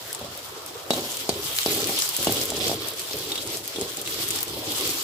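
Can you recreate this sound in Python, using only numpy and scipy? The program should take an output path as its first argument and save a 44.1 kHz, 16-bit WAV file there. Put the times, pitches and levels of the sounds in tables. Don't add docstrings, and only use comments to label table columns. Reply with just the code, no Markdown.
import sys
import numpy as np
from scipy import signal
from scipy.io import wavfile

SR = 44100
rng = np.random.default_rng(int(sys.argv[2]) if len(sys.argv) > 2 else 0)


def store_pcm(level_fs):
    pcm = np.round(np.clip(level_fs, -1, 1) * 32767).astype(np.int16)
    wavfile.write(sys.argv[1], SR, np.atleast_2d(pcm).T)


N = 222018


def amp(db):
    return 10 ** (np.asarray(db) / 20)


def rms_one(x):
    return x / np.sqrt(np.mean(x ** 2) + 1e-20)


def at_hz(points, hz):
    table_hz, values = np.array(points).T
    return np.interp(np.log(hz), np.log(table_hz), values)


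def in_time(rows):
    s, *columns = np.transpose(rows)
    return [np.interp(np.arange(N) / SR, s, c) for c in columns]


def drift(rate_hz):
    step = 40
    r = np.exp(-2 * np.pi * step * rate_hz / SR)
    noise = rng.standard_normal(N // step + 2002)
    slow = signal.lfilter([1], [1, -2 * r, r * r], noise)[2000:]
    return np.interp(np.arange(N) / step, np.arange(len(slow)), rms_one(slow))


def dying(clicks, t60):
    return signal.lfilter([1], [1, -amp(-60 / (t60 * SR))], clicks + 1e-18)


def ring(x, hz, t60):
    r, w = amp(-60 / (t60 * SR)), 2 * np.pi * hz / SR
    return signal.lfilter([0, np.sin(w)], [1, -2 * r * np.cos(w), r * r], x + 1e-18)


def clicks_at(times, levels_db):
    out = np.zeros(N)
    out[(np.asarray(times) * SR).astype(int)] = amp(levels_db)
    return out


def grit(per_s, spread_db, most=3.2):
    size_db = spread_db * np.minimum(rng.exponential(1, N), most)
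    return (rng.random(N) < per_s / SR) * amp(size_db)


def bands(spectrum, low_hz, count, gain):
    # frequency in Hz, correlation of left and right from 0 to 1.
    likeness = [(60, 1), (290, 0.8), (640, 0.53), (1410, 0.023), (3100, 0.)]
    out, white = 0, rng.standard_normal((2, 2, N))
    for k in range(count):
        low, high = low_hz * 2 ** (k / 2), low_hz * 2 ** ((k + 1) / 2)
        hz = np.sqrt(low * high)
        band = signal.butter(2, [low, min(high, .45 * SR)], "band", fs=SR, output="sos")
        mid, side = signal.sosfilt(band, white[k % 2])
        alike = np.clip(at_hz(likeness, hz), -1, 1)
        stereo = np.sqrt(1 + alike) * mid + np.sqrt(1 - alike) * side * [[1], [-1]]
        out = out + amp(at_hz(spectrum, hz)) * gain(hz) * stereo
    return rms_one(out)


def fizz():
    # time in seconds, relative level in dB.
    vigour = [(0.0, -38.5), (0.88, -40.5), (0.93, -32), (1.23, -34.5), (1.38, -35), (1.45, -31),
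              (2.01, -26.5), (2.13, -29.5), (2.43, -28.5), (2.55, -33.5), (2.65, -27), (2.78, -35),
              (3.4, -34), (4.04, -35.5), (4.17, -30), (4.54, -34), (4.83, -28.5), (5.03, -31.5)]
    # frequency in Hz, relative density in dB per Hz.
    hiss_spectrum = [(710, -45), (1200, -2), (1360, -7), (1550, -9.5), (2260, -5), (2540, 0.5), (3390, 0),
                     (3810, -3), (4240, 1.5), (9370, -6.5), (11200, -8.5), (15500, -2)]
    # resonance in Hz, share added as a factor.
    hollows = [(3300, 0.34), (7800, 0.45), (11800, 0.23)]
    level_db = in_time(vigour)[0]
    fiercer_db = level_db - level_db.mean()
    pops, together = grit(per_s=260., spread_db=4.5, most=1.7), drift(13.7)
    at = np.flatnonzero(pops)

    def gain(hz):
        coloured = np.zeros(N)
        coloured[at] = pops[at] * amp(9.3 * np.clip(rng.standard_normal(len(at)), -2, 1.2))
        share = amp(-3.0) * np.clip(hz / 8000, 0, 1)
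        tilt_db = 0.17 * fiercer_db * np.log2(hz / 4000)
        restless = np.clip(1.01 + 0.057 * fiercer_db, 0, 1)
        patchy_db = restless * (1.93 * together + 1.8 * drift(13.4))
        return amp(tilt_db + patchy_db) * (1 + share * dying(coloured, t60=0.0016))

    hiss = bands(hiss_spectrum, low_hz=989, count=8, gain=gain)
    hiss = hiss + sum(share * signal.lfilter(*signal.iirpeak(hz, 7., fs=SR), hiss) for hz, share in hollows)
    top = signal.cheby2(14, 40, 15900, fs=SR, output="sos")
    balance = amp([[.4], [-.4]])
    return amp(level_db) * signal.sosfilt(top, hiss) * balance


def hum():
    # frequency in Hz, relative density in dB per Hz.
    hum_spectrum = [(18, -50), (30, -36), (113, -5.5), (202, -18.5), (382, 3), (454, -5.5), (572, -2.5),
                    (1040, -5.5), (1590, -11), (3000, -22), (3900, -40)]
    waver = lambda hz: amp(3.43 * drift(8.8))
    return amp(-42.5) * bands(hum_spectrum, low_hz=30.52, count=13, gain=waver)


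def spits():
    # start in seconds, peak of the two-channel mean in dB,
    # resonance in Hz set by the size of the bubble.
    loud_spits = [(0.1278, -13, 11000), (0.147, -15, 7900), (0.192, -22, 12500), (0.374, -18, 13400),
                  (0.661, -16, 11000), (1.1684, -15, 7900), (1.5633, -13.5, 10800), (1.5854, -5.5, 4100),
                  (1.613, -26, 9000), (1.8166, -10, 5670), (1.8413, -10, 4780), (1.87, -12, 10500),
                  (1.988, -9.5, 11100), (2.02, -8.5, 5000), (2.065, -33, 13000), (2.0888, -11, 11470),
                  (2.1644, -8, 11400), (2.227, -11, 10200), (2.245, -10.5, 11500), (2.322, -5.5, 12700),
                  (2.413, -12.5, 7310), (2.4344, -13.5, 11100), (2.454, -8, 11800), (2.5019, -6, 8500),
                  (2.667, -15, 5260), (2.68, -13, 7940), (2.871, -17, 12100), (2.884, -14, 11600),
                  (2.9347, -18.5, 10500), (2.9939, -11.5, 8400), (3.131, -15, 5130), (3.168, -15, 11900),
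                  (3.186, -18, 11500), (3.473, -13, 8350), (3.57, -9.5, 7640), (3.676, -15, 11700),
                  (3.8109, -13, 7900), (3.9695, -16, 8000), (4.0134, -15, 11600), (4.0738, -8, 2960),
                  (4.2803, -17, 12500), (4.286, -9.5, 11000), (4.3043, -9.5, 8600), (4.309, -12.5, 8240),
                  (4.3595, -14, 10100), (4.3867, -10.5, 5300), (4.4052, -14, 14400), (4.4282, -10.5, 13100),
                  (4.809, -10.5, 9930), (4.8743, -9.5, 12800), (4.8914, -17, 5700)]
    rise_s, t60_s, wash_db, wash_t60_s = 0.0015, 0.012, -9, 0.077
    out, t = np.zeros((2, N)), np.arange(2000) / SR - rise_s
    decay = amp(-60 * t / t60_s) + amp(wash_db) * amp(-60 * t / wash_t60_s)
    shape = np.where(t < 0, amp(-15.0), decay)
    balance = amp([[.8], [-.8]])
    for s, level_db, hz in loud_spits:
        noise = rng.standard_normal((2, len(t))) * shape
        noise[:, np.argmin(t < 0)] = 8.6
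        noise[1] = np.roll(noise[1], rng.integers(0, 3))
        bright = signal.sosfilt(signal.butter(2, 0.29 * hz, "high", fs=SR, output="sos"), noise)
        tone = signal.lfilter(*signal.iirpeak(hz, 3., fs=SR), noise)
        burst = (amp(-4.5) * bright + 1.7 * tone) * balance
        burst = amp(level_db) * burst / abs(burst.mean(axis=0)).max()
        i = int(s * SR)
        out[:, i:i + len(t)] += burst[:, :N - i]
    return out


def rubbing():
    # start in seconds, length in seconds, relative drag level at start in dB, the same at end in dB,
    # gain of the outer bowl modes in dB (in the strokes low under food, high on bare metal),
    # edge scratch over drag in dB, rumble over drag in dB.
    contacts = [(0.209, 0.075, -43.5, -47.5, 6.5, -6, -1), (0.944, 0.033, -36.5, -30, 4, -7.5, -11),
                (1.295, 0.21, -30.5, -43.5, -5.5, -5, -8), (1.666, 0.26, -27.5, -33, -2.5, -2.5, -13.5),
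                (2.183, 0.04, -31, -35.5, -4, -9, -9), (2.274, 0.2, -27.5, -36, -1.5, -4.5, -9),
                (2.491, 0.11, -32, -32, -3, -3.5, -11.5), (2.599, 0.052, -33.5, -33.5, 1.5, 8, -9),
                (2.66, 0.12, -32.5, -33.5, -1.5, -16, -9.5), (2.79, 0.09, -41, -41, -9.5, 5, -16),
                (3.138, 0.34, -32.5, -45, -8.5, -3.5, -13), (3.44, 0.2, -36, -43, -4, -15, -11),
                (3.745, 0.081, -41, -30, -9, -9, -12.5), (3.975, 0.02, -32, -40, -3, -30, -11),
                (4.058, 0.3, -41, -38, -10, 1, -8), (4.47, 0.14, -34.5, -37.5, -8.5, -4, -9.5),
                (4.665, 0.1, -34, -40, -1, 1, -10.5), (4.791, 0.11, -30.5, -34, -7, -2.5, -13.5)]
    touch_s, lift_db_per_s = 0.0037, 125
    rest_db = -77, -51, -57.5
    t = np.arange(N) / SR
    power = amp(rest_db)[:, None] ** 2 * np.ones(N)
    for s, length, first_db, last_db, _, scratch_db, rumble_db in contacts:
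        drag_db = np.interp(t, [s, s + length], [first_db, last_db])
        drag_db = drag_db - lift_db_per_s * np.maximum(t - s - length, 0)
        pressed = amp(drag_db) * np.clip((t - s) / touch_s, 0, 1)
        power += (amp([0, scratch_db, rumble_db])[:, None] * pressed) ** 2
    middles = [(s + length / 2, outer_db) for s, length, _, _, outer_db, _, _ in contacts]
    return (*10 * np.log10(power), *in_time(middles))


def body(modes, blows, rub_db, rub, lag_ms, damping, blow_db, rubbed_db, chatter_s=None):
    struck, rubbed, at = np.zeros((2, N)), np.zeros((2, N)), np.flatnonzero(blows)
    for k, (hz, level_db, t60) in enumerate(modes):
        uneven = blows * amp(level_db + blow_db(hz))
        uneven[at] *= amp(rng.normal(0, 2.2, len(at)))
        if chatter_s:
            unit_energy = np.sqrt(2 * np.log(1000) / (chatter_s * SR))
            uneven = uneven + 0.48 * dying(uneven, chatter_s) * rng.standard_normal(N) * unit_energy
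        hit = ring(uneven, hz, t60)
        favour_db = level_db + rubbed_db(hz) + 1.96 * drift(10.1)
        scraped = (-1) ** k * ring(amp(favour_db) * rub, hz, t60 * damping)
        lag = int(rng.uniform(-lag_ms, lag_ms) * SR / 1000)
        struck += [hit, np.roll(hit, lag)]
        rubbed += [scraped, np.roll(scraped, lag)]
    return struck + amp(rub_db) * rms_one(rubbed)


def wok(drag_db, scratch_db, outer_db):
    # frequency in Hz, relative level in dB,
    # 60 dB decay when struck in seconds.
    bowl_modes = [(199, -12.5, 0.19), (248, -5.5, 0.12), (329, -2.5, 0.098), (400, -1.5, 0.12),
                  (457.6, 0, 0.06), (569, 0, 0.064), (644, 4.5, 0.031), (687, 0.5, 0.046), (778, -5, 0.076),
                  (817, -1.5, 0.019), (1063, -10.5, 0.063), (1349, -13, 0.083), (1742, -10.5, 0.053)]
    # frequency in Hz, relative level in dB, 60 dB decay when struck in seconds.
    spatula_modes = [(2770, -1, 0.059), (2950, -3, 0.06), (3180, -0.5, 0.027), (3370, 0, 0.049),
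                     (3680, 3, 0.065), (3900, -5, 0.15), (4460, 2, 0.061), (4620, 4, 0.011),
                     (5030, -2.5, 0.034), (6210, -3, 0.011)]
    # time in seconds, relative blow to the bowl modes in dB,
    # relative blow to the spatula modes in dB, where those ring most in Hz.
    impacts = [(0.214, -49, -40, 3800), (0.906, -25.5, -17, 3770), (0.935, -35, -27, 3820),
               (1.292, -22, -16.5, 5450), (1.661, -24.5, -20.5, 4770), (1.893, -30.5, -59, 3600),
               (2.271, -20.5, -20.5, 3220), (2.295, -25.5, -39.5, 3400), (2.358, -54, -29, 3420),
               (2.52, -34, -38, 3400), (2.696, -32, -38, 3430), (2.715, -30.5, -37, 3300),
               (2.731, -33, -33, 3400), (3.1112, -42, -31, 4240), (3.226, -47, -42, 3420),
               (3.3184, -51, -23.5, 3640), (3.356, -49, -26, 3400), (3.378, -43, -27, 3370),
               (3.5006, -52, -31, 3400), (3.76, -39, -31, 3320), (3.785, -33, -50, 3320),
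               (3.82, -30, -36, 3300), (4.061, -54, -31, 3740), (4.122, -52, -30, 3280),
               (4.808, -49, -30, 3100)]
    s, bowl_db, edge_db, edge_hz = np.transpose(impacts)

    slips = grit(per_s=900., spread_db=3.0, most=3.85) * rng.choice([-1, 1], N)
    bare_db = lambda hz: outer_db * (not 280 < hz < 520)
    bowl = body(bowl_modes, clicks_at(s, bowl_db), drag_db, slips, 0.29, 0.59, bare_db, bare_db)
    bowl = signal.sosfilt(signal.butter(3, 170, "high", fs=SR, output="sos"), bowl)

    taps = clicks_at(s, edge_db)
    spot_hz = np.interp(np.arange(N) / SR, s, edge_hz)
    near_db = lambda hz: -33. * abs(np.log2(hz / spot_hz))
    scrape_db = lambda hz: 0.11 * near_db(hz)
    scratch = grit(per_s=2500., spread_db=3.0) * rng.choice([-1, 1], N)
    edge = body(spatula_modes, taps, scratch_db, scratch, 0.44, 0.11, near_db, scrape_db, chatter_s=0.048)
    edge = signal.sosfilt(signal.butter(2, 2300, "high", fs=SR, output="sos"), edge)

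    broad = signal.butter(2, [2400, 10000], "band", fs=SR)
    crack = amp(2.5) * dying(taps, t60=0.037) * signal.lfilter(*broad, rng.standard_normal((2, N)))
    return bowl + edge + crack


def stand(rumble_db):
    push = rng.standard_normal(N) + 0.099 * rng.standard_normal((2, N))
    low = 0
    # Hz, sharpness Q, relative dB
    for hz, q, db in [(74.7, 6.9, -6.0), (106.3, 4.3, -0.5), (131.0, 1.8, -2.5)]:
        low = low + amp(db) * signal.lfilter(*signal.iirpeak(hz, q, fs=SR), push)
    low = signal.sosfilt(signal.butter(2, [55, 190], "band", fs=SR, output="sos"), low)
    return amp(rumble_db) * rms_one(low)


def scene():
    drag_db, scratch_db, rumble_db, outer_db = rubbing()
    return fizz() + hum() + spits() + wok(drag_db, scratch_db, outer_db) + stand(rumble_db)


def record(dry):
    dry = signal.sosfilt(signal.butter(2, 32, "high", fs=SR, output="sos"), dry)
    return signal.sosfilt(signal.cheby2(12, 70, 16656, fs=SR, output="sos"), dry)


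dry = scene()
out = record(dry)
store_pcm(out)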